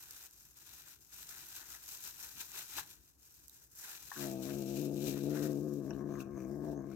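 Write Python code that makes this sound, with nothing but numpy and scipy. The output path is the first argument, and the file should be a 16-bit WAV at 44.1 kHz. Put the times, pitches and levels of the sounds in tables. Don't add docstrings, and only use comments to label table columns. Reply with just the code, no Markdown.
import sys
import numpy as np
from scipy import signal
from scipy.fft import rfft, irfft, next_fast_len
from scipy.io import wavfile
from scipy.ndimage import uniform_filter1d

SR = 44100
rng = np.random.default_rng(int(sys.argv[2]) if len(sys.argv) > 2 else 0)


def master_out(mix):
    frames = np.transpose(np.atleast_2d(mix))
    ceiling = np.clip(frames, -1, 1)
    pcm = np.round(ceiling * 32767).astype(np.int16)
    wavfile.write(sys.argv[1], SR, pcm)


def amplitude_ratio(level_db):
    exponent = np.asarray(level_db, float) / 20
    return 10 ** exponent


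N = 306495
STEP = 64
CLOCK = np.arange(0, N + STEP, STEP) / SR
RASP_LEFT_DB = 9

# t/s, pulse rate f/Hz, effort level/dB
GROWL = [
    [(4.155, 144, -51), (4.21, 141, -44), (4.25, 139, -42), (4.29, 134.5, -41.5), (4.35, 130.5, -41.5),
     (4.39, 132.5, -42), (4.43, 131.5, -42.5), (4.5, 138, -42), (4.53, 141, -41)],
    [(4.54, 141, -41), (4.57, 138.5, -40.5), (4.64, 132.3, -41), (4.7, 135.5, -40.5), (4.765, 138.5, -40)],
    [(4.775, 144, -38.5), (4.81, 148, -38), (4.88, 145.5, -38.5), (4.92, 142, -39), (4.95, 145, -38.5),
     (4.99, 139.5, -39.5), (5.02, 146.5, -38), (5.09, 144.5, -37.5), (5.13, 138, -39.5)],
    [(5.16, 140.5, -40), (5.2, 137, -39.5), (5.23, 144, -37), (5.3, 147.5, -35.5), (5.41, 145.5, -36),
     (5.51, 146, -36), (5.55, 141, -38.5), (5.65, 148.5, -38), (5.79, 143, -39)],
    [(5.8, 140, -41.5), (5.86, 133, -42), (5.9, 148, -40), (5.93, 141, -41), (5.97, 134, -41.5),
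     (6.04, 144.5, -41.5), (6.1, 142, -42), (6.15, 138.5, -42.5), (6.2, 139, -43)],
    [(6.25, 130, -46), (6.3, 136, -45.5), (6.36, 135.5, -44), (6.45, 132, -43.5), (6.49, 134, -45)],
    [(6.5, 136, -43), (6.55, 142.5, -42.5), (6.6, 143, -42), (6.66, 148, -41), (6.7, 147, -40.5),
     (6.75, 143, -41.5), (6.8, 138.5, -43.5), (6.86, 139, -45), (6.94, 133, -46)],
]
# flap slip with tight folds f/Hz, nose f/Hz, nose level/dB, rasp level/dB
VOICE = [
    (4, 535, -11.5, -31),
    (4, 535, -12, -31),
    (18, 520, -13.5, -32),
    (18, 480, -13, -34),
    (28, 600, -16, -22),
    (24, 600, -16, -22),
    (26, 620, -14, -24),
]
ROUGHNESS = [.09, .09, .15, .14, .17, .18, .17]


def growl():
    hz, effort_db = curves(sum(GROWL, []))
    slip_hz, nose_hz, nose_db, rasp_db = by_phrase(VOICE)
    rough = by_phrase(ROUGHNESS)
    since = np.maximum(np.arange(N) / SR - GROWL[0][0][0], 0)
    onset = np.minimum(since / 0.021, 1)
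    level = amplitude_ratio(effort_db - 2.0) * onset
    pulses, puffs = vocal_folds(hz, slip_hz, rough)
    low = level * chest(pulses, puffs, rough)
    upper = level * nose(pulses, puffs, rough, nose_hz, nose_db, effort_db, since)
    upper = upper + level * rasp(pulses, puffs, rasp_db, since)
    upper = upper + onset * mouth(puffs)
    return low + upper + room(amplitude_ratio(-15) * low + amplitude_ratio(-10) * upper)


# t/s, depth [share]
FLAP_STRENGTH = [(4.16, .9), (4.3, 1.1), (4.42, 1.05), (4.48, .72), (4.56, 1.35), (4.75, 1.1), (4.79, .92),
                 (5.0, 1.02), (5.19, 1.08), (5.25, .74), (5.5, .76), (5.56, 1.05), (5.78, 1.02),
                 (5.97, 1.45), (6.05, 1.2), (6.5, 1.25), (6.69, .9), (6.8, 1.2)]


def vocal_folds(hz, slip_hz, rough):
    slack_hz, tight_hz, tight_depth = 132, 147, .88
    tight = np.clip((hz - slack_hz) / (tight_hz - slack_hz), 0, 1.2)
    depth = curves(FLAP_STRENGTH)[0] * (1 - (1 - tight_depth) * tight)
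    depth = 0.57 * depth * (1 + .6 * rough * drift(.03))
    jitter = 1 + rough * (.17 * drift(.007) + .11 * drift(.025))
    steady = 2 * np.pi * np.cumsum(hz * jitter) / SR
    lag = slip(slip_hz * tight + 45. * rough * drift(.02), pull_hz=4.)
    flap = (steady + 3.71 - lag) / 2
    turn = steady + depth * np.sin(flap)
    shimmer = amplitude_ratio(9 * rough * np.clip(drift(.007), -1.7, 1.7))
    size = (1 + 0.91 * depth * np.cos(flap - .1)) * shimmer
    pulses = evened(-size * sum(np.cos(k * turn) for k in range(1, 15)))
    puffs = evened(size * np.exp(1.6 * np.cos(turn)) * rng.standard_normal(N))
    return pulses, puffs


def slip(apart_hz, pull_hz):
    step, lag = 50, [0.]
    for hz in apart_hz[::step]:
        lag.append(lag[-1] + 2 * np.pi * (hz - pull_hz * np.sin(lag[-1])) * step / SR)
    return np.interp(np.arange(N) / step, np.arange(len(lag)), lag)


# f/Hz, level/dB
CHEST_TONE = [(70, -40), (110, -17), (140, -2.5), (210, 1.5), (300, 4), (360, -1), (430, -6.5),
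              (520, -14.5), (800, -77)]


def chest(pulses, puffs, rough):
    return colour(pulses + 0.4 * rough * puffs, CHEST_TONE) * panned(10.5)[:, None]


# f/Hz, level/dB
NOSE_TONE = [(330, -17), (430, -10), (520, -5), (650, 0), (800, -4), (920, -1), (1200, -35.5)]


def nose(pulses, puffs, rough, hz, db, effort_db, since):
    lips = np.exp(-since / .2)
    usual_db = by_phrase([np.mean(phrase, 0)[2] for phrase in GROWL])
    hz = hz + 170 * lips
    db = db + 4 * lips + 1.1 * (effort_db - usual_db)
    breathy = pulses + 90 * rough ** 2 * puffs
    ringing = resonate(breathy, hz, 322.0) + 0.083 * evened(breathy)
    left = colour(ringing, NOSE_TONE)[0] * amplitude_ratio(db)
    right = np.roll(left, 14)
    return np.array([left, right]) * panned(1)[:, None]


# f/Hz, level/dB
RASP_TONE = [(650, -29), (900, 2), (1100, 12), (1350, 3.5), (1600, 15), (1850, 4), (2100, -15), (2900, -36)]
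# t/s, time per 10 dB/s, level over resting rasp/dB
STRAINS = [
    (4.5, .1, 4),
    (5.47, .1, 5),
    (5.7, .1, 6),
    (6.01, .05, 4),
    (6.17, .07, 9),
    (6.38, .07, 7),
    (6.66, .08, 5),
    (6.83, .08, 7),
]


def rasp(pulses, puffs, db, since):
    start_db = 36 * np.exp(-since / .06)
    gain = amplitude_ratio(db + start_db) * (1 + together(peak(*row) for row in STRAINS))
    hoarse = evened(pulses + 1.05 * puffs)
    hoarse = hoarse + 0.68 * resonate(hoarse, 0.46 * low_mouth_hz(), 520.0)
    return colour(hoarse, RASP_TONE) * gain * amplitude_ratio(-4) * panned(RASP_LEFT_DB)[:, None]


# t/s, opening [0-1]
JAW = [(4.3, .75), (4.6, 1.), (5.1, .97), (5.3, .8), (5.75, .6), (5.87, .3), (5.93, .8), (6.02, .15),
       (6.16, .75), (6.24, .85), (6.33, .3), (6.41, .62), (6.55, .2), (6.76, 0.), (6.85, .4), (6.95, .62)]


def low_mouth_hz():
    shut_hz, open_hz = 1850, 2700
    jaw, = curves(JAW)
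    return shut_hz + (open_hz - shut_hz) * jaw


# t/s, high mouth ring f/Hz
TONGUE = [(4.3, 5600), (5.9, 5700), (6.0, 5800), (6.1, 6100), (6.17, 6500), (6.25, 5800), (6.36, 6400),
          (6.42, 6000), (6.5, 5400), (6.6, 5200), (6.7, 5800), (6.78, 6500), (6.85, 6200), (6.95, 5500)]
# t/s, time per 10 dB/s, low ring level/dB, high ring level/dB
CHEWS = [(4.35, .1, -4, -14), (4.53, .2, -1, -16), (4.8, .25, -2, -16), (5.1, .12, -2, -14),
         (5.72, .12, -25, -9), (5.9, .04, -3, -6), (6.0, .04, -5, -7), (6.15, .06, -4, 1),
         (6.23, .04, -8, -10), (6.4, .07, 2, -2), (6.53, .06, -8, -11), (6.66, .08, -9, -14),
         (6.78, .07, -14, -1), (6.92, .06, 0, -12)]


def mouth(puffs):
    low_gain = together(peak(s, width, low_db) for s, width, low_db, _ in CHEWS)
    high_gain = together(peak(s, width, high_db) for s, width, _, high_db in CHEWS)
    high_hz, = curves(TONGUE)
    low = low_gain * amplitude_ratio(-73) * resonate(puffs, low_mouth_hz(), 420)
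    high = high_gain * amplitude_ratio(-70) * resonate(puffs, high_hz, 600)
    return (low + high) * panned(RASP_LEFT_DB)[:, None]


# t/s, turn [0-1]
TURN = [(0, .02), (1.05, .25), (2.8, .25), (3.2, .1), (3.9, 0.), (4.3, .75), (5.9, 1.), (6.95, .95)]
# f/Hz, level/dB
FILM_TONE = [(3600, -19), (4800, -6), (6300, -.5), (8350, -3.5), (9600, -9.5), (13000, 2), (14500, -1),
             (16000, -7.5), (17000, -36)]
# f/Hz, level/dB
SHEET_TONE = [(1950, -26), (2150, -12), (2350, 0), (2700, 0), (3200, -2.5), (4000, 3), (4800, -9),
              (5800, -23.5)]
# f/Hz, level/dB
FOLD_TONE = [(160, -60.5), (280, -9), (334, -6), (527, -16), (810, -7), (975, -5), (1130, -10),
             (1520, -0.5), (2100, -6), (2730, -41), (4620, -120)]
# t/s, time per 10 dB/s, level/dB
CREAKS = [(.88, .05, -70), (1.35, .12, -66), (1.62, .12, -64), (1.75, .04, -63), (2.25, .05, -63),
          (2.57, .04, -60), (2.79, .02, -51), (3.62, .04, -79), (3.9, .07, -63), (4.24, .06, -56),
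          (4.5, .04, -60), (5.17, .05, -64), (5.37, .05, -58), (5.44, .06, -58)]


def bag():
    crackle, lower = handling()
    turn, = curves(TURN)
    creaks = together(peak(*row) for row in CREAKS)
    folds = np.hypot(lower * amplitude_ratio(-10.5 - 13 * turn), creaks)
    clump = amplitude_ratio(1.16 * drift(0.005) + 1.06 * drift(0.025))
    layers = ((8000, 4.0, FILM_TONE, 0.2, crackle * amplitude_ratio(3.5)),
              (5130, 3.8, SHEET_TONE, 0.4, lower * amplitude_ratio(-9 + 2.5)),
              (1728, 1.08, FOLD_TONE, 0.86, folds))
    out = 0
    for per_s, spread_db, tone, same, gain in layers:
        sizes = amplitude_ratio(spread_db * np.minimum(rng.exponential(1, (2, N)), 6))
        sizes = sizes * rng.choice([-1, 1], (2, N))
        creases = evened(pair(sizes * (rng.random((2, N)) < per_s / SR), same))
        blur = 0.6 * pair(rng.standard_normal((2, N)), same)
        out = out + gain * colour(clump * (creases + blur), tone)
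    return out * panned(4.5 + 7.5 * turn)


# start t/s, length/s, crackle level/dB, lower layers level/dB
MOVES = [(0, .26, -59, 0), (.33, .125, -65, -4), (.49, .03, -67, -4), (.575, .045, -61, -1),
         (.67, .14, -60, 1), (.865, .07, -60, 0), (1.02, .065, -66, -5), (1.135, .3, -56.5, 0),
         (1.45, .72, -64, -1), (2.2, .6, -57.5, -2), (2.87, .06, -60, 1), (2.96, .13, -71.5, -2),
         (3.11, .08, -75, -4), (3.22, .24, -66.5, -4), (3.53, .11, -65, -5), (3.72, .008, -65, -12),
         (3.775, .05, -55, -6), (3.84, .12, -53.5, 1), (3.99, .12, -59, 0), (4.43, .11, -55, 1),
         (4.58, .1, -58.5, 1), (4.7, .15, -55.5, 1), (4.94, .03, -65, -2), (5.17, .2, -62, 4),
         (5.52, .23, -69.5, -5), (5.76, .23, -72.5, -1), (6.09, .1, -75, 3), (6.38, .19, -75, -12),
         (6.64, .08, -71, 0), (6.915, .04, -74, 2)]
# t/s, time per 10 dB/s, crackle level/dB, lower layers level/dB
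SHAKES = [(1.57, .085, -50.5, 0), (1.725, .05, -51.5, -1), (1.92, .09, -51, -1), (2.07, .06, -48.5, 0),
          (2.245, .05, -49, 0), (2.41, .03, -45, 3), (2.585, .045, -46.5, 4), (2.78, .04, -44.5, 5),
          (4.22, .12, -48, 1), (5.078, .06, -47, 3), (5.435, .085, -53, 1), (6.212, .02, -61.5, 4)]


def handling():
    parts = [(hold(*row[:3]), row[3]) for row in MOVES]
    parts += [(peak(*row[:3]), row[3]) for row in SHAKES]
    parts += [(-80.5, -4)]
    crackle = together(db for db, _ in parts)
    lower = together(db + lower_db for db, lower_db in parts)
    return crackle, lower


# t/s, peak level/dB, left minus right level/dB
SNAPS = [(0.1082, -33, 1.5), (0.1331, -44, 1.0), (0.2588, -41, 0.5), (0.3094, -47, 0.5), (0.3985, -48, 1.5),
         (0.5706, -50, 3.5), (0.6629, -43, 1.0), (0.8006, -46, 3.0), (1.0066, -54, 6.0), (1.1403, -44, 2.5),
         (1.4666, -43, 3.5), (1.4865, -39, 2.5), (1.61, -41, 4.0), (1.8597, -44, 3.5), (1.889, -39, 3.5),
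         (1.927, -38, 3.5), (1.947, -38, 4.0), (1.9729, -38, 5.5), (2.2444, -36, 3.0), (2.4014, -38, 4.0),
         (2.7954, -30, 4.5), (2.8754, -45, 3.5), (3.3483, -50, 2.5), (3.481, -38, -5.0),
         (3.4955, -41, -1.5), (3.7574, -43, 2.0), (3.797, -43, 2.0), (3.818, -43, 2.0), (3.8954, -40, 0.5),
         (3.966, -43, 1.0), (4.0951, -42, 3.0), (4.5044, -43, 7.0), (4.6049, -43, 8.0), (4.9432, -46, 10.5),
         (5.0399, -38, 10.0), (5.737, -46, 9.0)]


def snaps():
    out, t = np.zeros((2, N)), np.arange(500) / SR
    bursts = rng.standard_normal((len(SNAPS), 2, 500)) * amplitude_ratio(-60 * t / .009) * np.minimum(t / .001, 1)
    shape = colour(np.eye(1, N), FILM_TONE)[:, :300]
    for (s, db, left_db), burst in zip(SNAPS, bursts):
        sound = signal.fftconvolve(burst, shape, axes=1)
        at = round(s * SR)
        out[:, at:at + sound.shape[1]] += amplitude_ratio(db) * panned(left_db)[:, None] * sound / abs(sound).max()
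    return out + amplitude_ratio(-13) * room(out)


# f/Hz, left minus right level/dB
OPENINGS = [(100, 18), (450, -2), (1200, 8.5), (2000, 2.5), (3300, -3), (5500, 3.5), (9000, -5.5),
            (15000, -4)]


def ports(x):
    left_lag_s = .00011
    size = next_fast_len(N)
    hz = np.fft.rfftfreq(size, 1 / SR)
    delay = np.exp(-2j * np.pi * hz * np.array([[left_lag_s], [0]]))
    tilt = panned(read(OPENINGS, hz)) * delay
    return irfft(rfft(x, size) * tilt, size)[:, :N]


# t/s, peak level/dB, f/Hz, t60/s, left minus right level/dB
KNOCKS = [
    (2.782, -33.5, 946, 0.034, 3.5),
    (4.116, -33.5, 985, 0.021, 6.5),
    (4.124, -46, 1000, 0.02, 7.0),
    (5.906, -43, 976, 0.024, 8.5),
    (6.153, -49, 1098, 0.02, 6.5),
]
# t/s, peak level/dB, f/Hz, t60/s, left minus right level/dB
SMACKS = [
    (4.155, -48, 1460, 0.025, 10),
    (4.1631, -42, 1570, 0.03, -1),
    (5.9071, -70, 1399, 0.025, 16),
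    (6.2029, -47, 2580, 0.022, -1),
    (6.2114, -50, 1490, 0.025, 6),
    (6.9135, -51, 1420, 0.025, 0),
]
# t/s, peak level/dB, f/Hz, t60/s, left minus right level/dB
LICKS = [
    (3.4955, -55, 3950, 0.012, -1.5),
    (4.5044, -50, 2900, 0.015, 7),
    (4.506, -51, 2250, 0.015, 7),
    (4.766, -48, 2650, 0.02, 8),
    (5.9056, -55, 2770, 0.02, 8.5),
    (5.9329, -60, 2940, 0.02, 4.0),
    (6.1536, -52, 1580, 0.02, 9),
]
# t/s, peak level/dB, f/Hz, t60/s, left minus right level/dB
BITES = [
    (4.6753, -47, 5640, 0.017, 12.0),
    (5.905, -43, 5790, 0.011, 9.0),
    (5.9324, -58, 3980, 0.012, 13),
    (6.2024, -46, 6130, 0.019, 10),
    (6.2244, -59, 6600, 0.02, 14),
    (6.3641, -58.5, 6370, 0.023, 12.1),
    (6.4143, -60, 6000, 0.017, 5.5),
    (6.446, -55, 6630, 0.017, 10.0),
    (6.683, -61, 5720, 0.02, 15),
    (6.9144, -61, 5885, 0.025, 11),
]


def contacts():
    out, t = np.zeros((2, N)), np.arange(1500) / SR
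    softer_bites = [(s, db - 3, *rest) for s, db, *rest in BITES]
    groups = ((KNOCKS, (.9, 1.0, 1.08, 1.58, 1.68, 1.8)),
              (SMACKS + LICKS + softer_bites, (.95, 1.0, 1.04)))
    for rows, ratios in groups:
        for s, db, hz, t60, left_db in rows:
            ring = sum(np.sin(2 * np.pi * (hz * ratio * t + rng.random((2, 1)) * 0.53)) for ratio in ratios)
            ring = ring * amplitude_ratio(-60 * t / t60) * np.minimum(t / 0.003, 1)
            ring = amplitude_ratio(db) * panned(left_db)[:, None] * ring / abs(ring).max()
            part = out[:, round(s * SR):][:, :len(t)]
            part += ring[:, :part.shape[1]]
    return out + amplitude_ratio(-10) * room(out)


# f/Hz, level/dB
RUMBLE_TONE = [(15, -63), (25, -40), (40, -13.5), (59, 3), (70, -1), (97, -5.5), (144, -4.5), (215, -14),
               (329, -10), (450, -19), (580, -31), (990, -120)]
# f/Hz, level/dB
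HISS_TONE = [(240, -8), (400, 23.5), (1310, 17), (1580, 14), (1960, -8), (7280, 1), (9760, -0.5),
             (13300, -2.5), (16000, -20)]
# t/s, time per 10 dB/s, level/dB
GRIPS = [
    (1.59, .2, -75),
    (2.4, .12, -70),
    (2.8, .15, -68),
    (4.35, .15, -62),
    (4.55, .15, -59),
    (5.0, .15, -65),
    (5.45, .2, -65),
    (6.28, .3, -63),
    (5.95, .15, -63),
    (6.72, .25, -63),
]


def floor():
    turn, = curves(TURN)
    rumble = np.hypot(amplitude_ratio(-77 + 10 * turn), together(peak(*row) for row in GRIPS))
    lows = colour(pair(rng.standard_normal((2, N)), 0.52), RUMBLE_TONE)
    lows = lows * rumble * amplitude_ratio(2.0 + 1.7 * drift(0.03))
    hiss = amplitude_ratio(-84.5) * colour(rng.standard_normal((2, N)), HISS_TONE)
    return (lows + hiss) * panned(1 + 12 * turn)


# f/Hz, t60/s
ROOM = [(150, 0.083), (600, 0.22), (3000, 0.23), (12000, 0.033)]


def room(x):
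    taps = np.zeros((2, SR // 2))
    at = np.arange(100, SR // 2 - 20, 20) + rng.integers(0, 20, (2, (SR // 2 - 101) // 20))
    np.put_along_axis(taps, at, rng.choice([-1., 1.], at.shape), 1)
    hz, t, z = signal.stft(taps, SR, nperseg=256)
    tail = signal.istft(z * amplitude_ratio(-60 * t / read(ROOM, hz)[:, None]), SR, nperseg=256)[1]
    return signal.fftconvolve(x, tail / np.linalg.norm(tail[0]), axes=1)[:, :N]


def evened(x):
    return x / np.sqrt(np.mean(x ** 2) + 1e-20)


def read(points, hz):
    f, value = np.transpose(points)
    return np.interp(np.log(hz + 1), np.log(f + 1), value)


def curves(rows):
    s, *columns = np.transpose(rows)
    return [np.interp(np.arange(N) / SR, s, c) for c in columns]


def by_phrase(values):
    at = np.searchsorted([phrase[0][0] for phrase in GROWL[1:]], np.arange(N) / SR)
    return uniform_filter1d(np.asarray(values, float)[at], round(.03 * SR), axis=0).T


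def panned(left_db):
    return amplitude_ratio(np.array([left_db / 2, -left_db / 2]))


def colour(x, points):
    hz = abs(np.fft.fftfreq(16384, 1 / SR))
    log_gain = np.log(amplitude_ratio(np.maximum(read(points, hz), -100)))
    taps = np.fft.ifft(np.exp(np.conj(signal.hilbert(log_gain)))).real[:4096]
    return evened(signal.oaconvolve(np.atleast_2d(x), taps[None], axes=1)[:, :N])


def resonate(x, hz, width):
    turn = np.exp(2j * np.pi * np.cumsum(hz) / SR)
    r = np.exp(-np.pi * width / SR)
    smooth = signal.lfilter([1], np.convolve([1, -r], [1, -r]), x / turn)
    return evened((turn * smooth).real)


def drift(seconds):
    size = max(round(seconds * SR), 2)
    return evened(uniform_filter1d(uniform_filter1d(rng.standard_normal(N), size), size))


def pair(draw, same):
    same = np.clip(same, 0, 1)
    return np.array([draw[0], same * draw[0] + np.sqrt(1 - same ** 2) * draw[1]])


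def peak(s, width, db):
    return db - 10 * np.maximum(s - CLOCK, (CLOCK - s) / .8) / width


def hold(s, length, db):
    rise_db_s, fall_db_s = 420, 260
    before, after = (s - CLOCK) * rise_db_s, (CLOCK - s - length) * fall_db_s
    return db - np.maximum(0, np.maximum(before, after))


def together(levels_db):
    return np.interp(np.arange(N) / SR, CLOCK, np.sqrt(sum(amplitude_ratio(db) ** 2 for db in levels_db)))


def scene():
    return growl() + ports(bag() + snaps()) + contacts() + floor()


def top_cut(x):
    return signal.sosfilt(signal.butter(12, 15840, fs=SR, output="sos"), x)


def record(dry):
    return top_cut(dry)


dry = scene()
out = record(dry)
master_out(out)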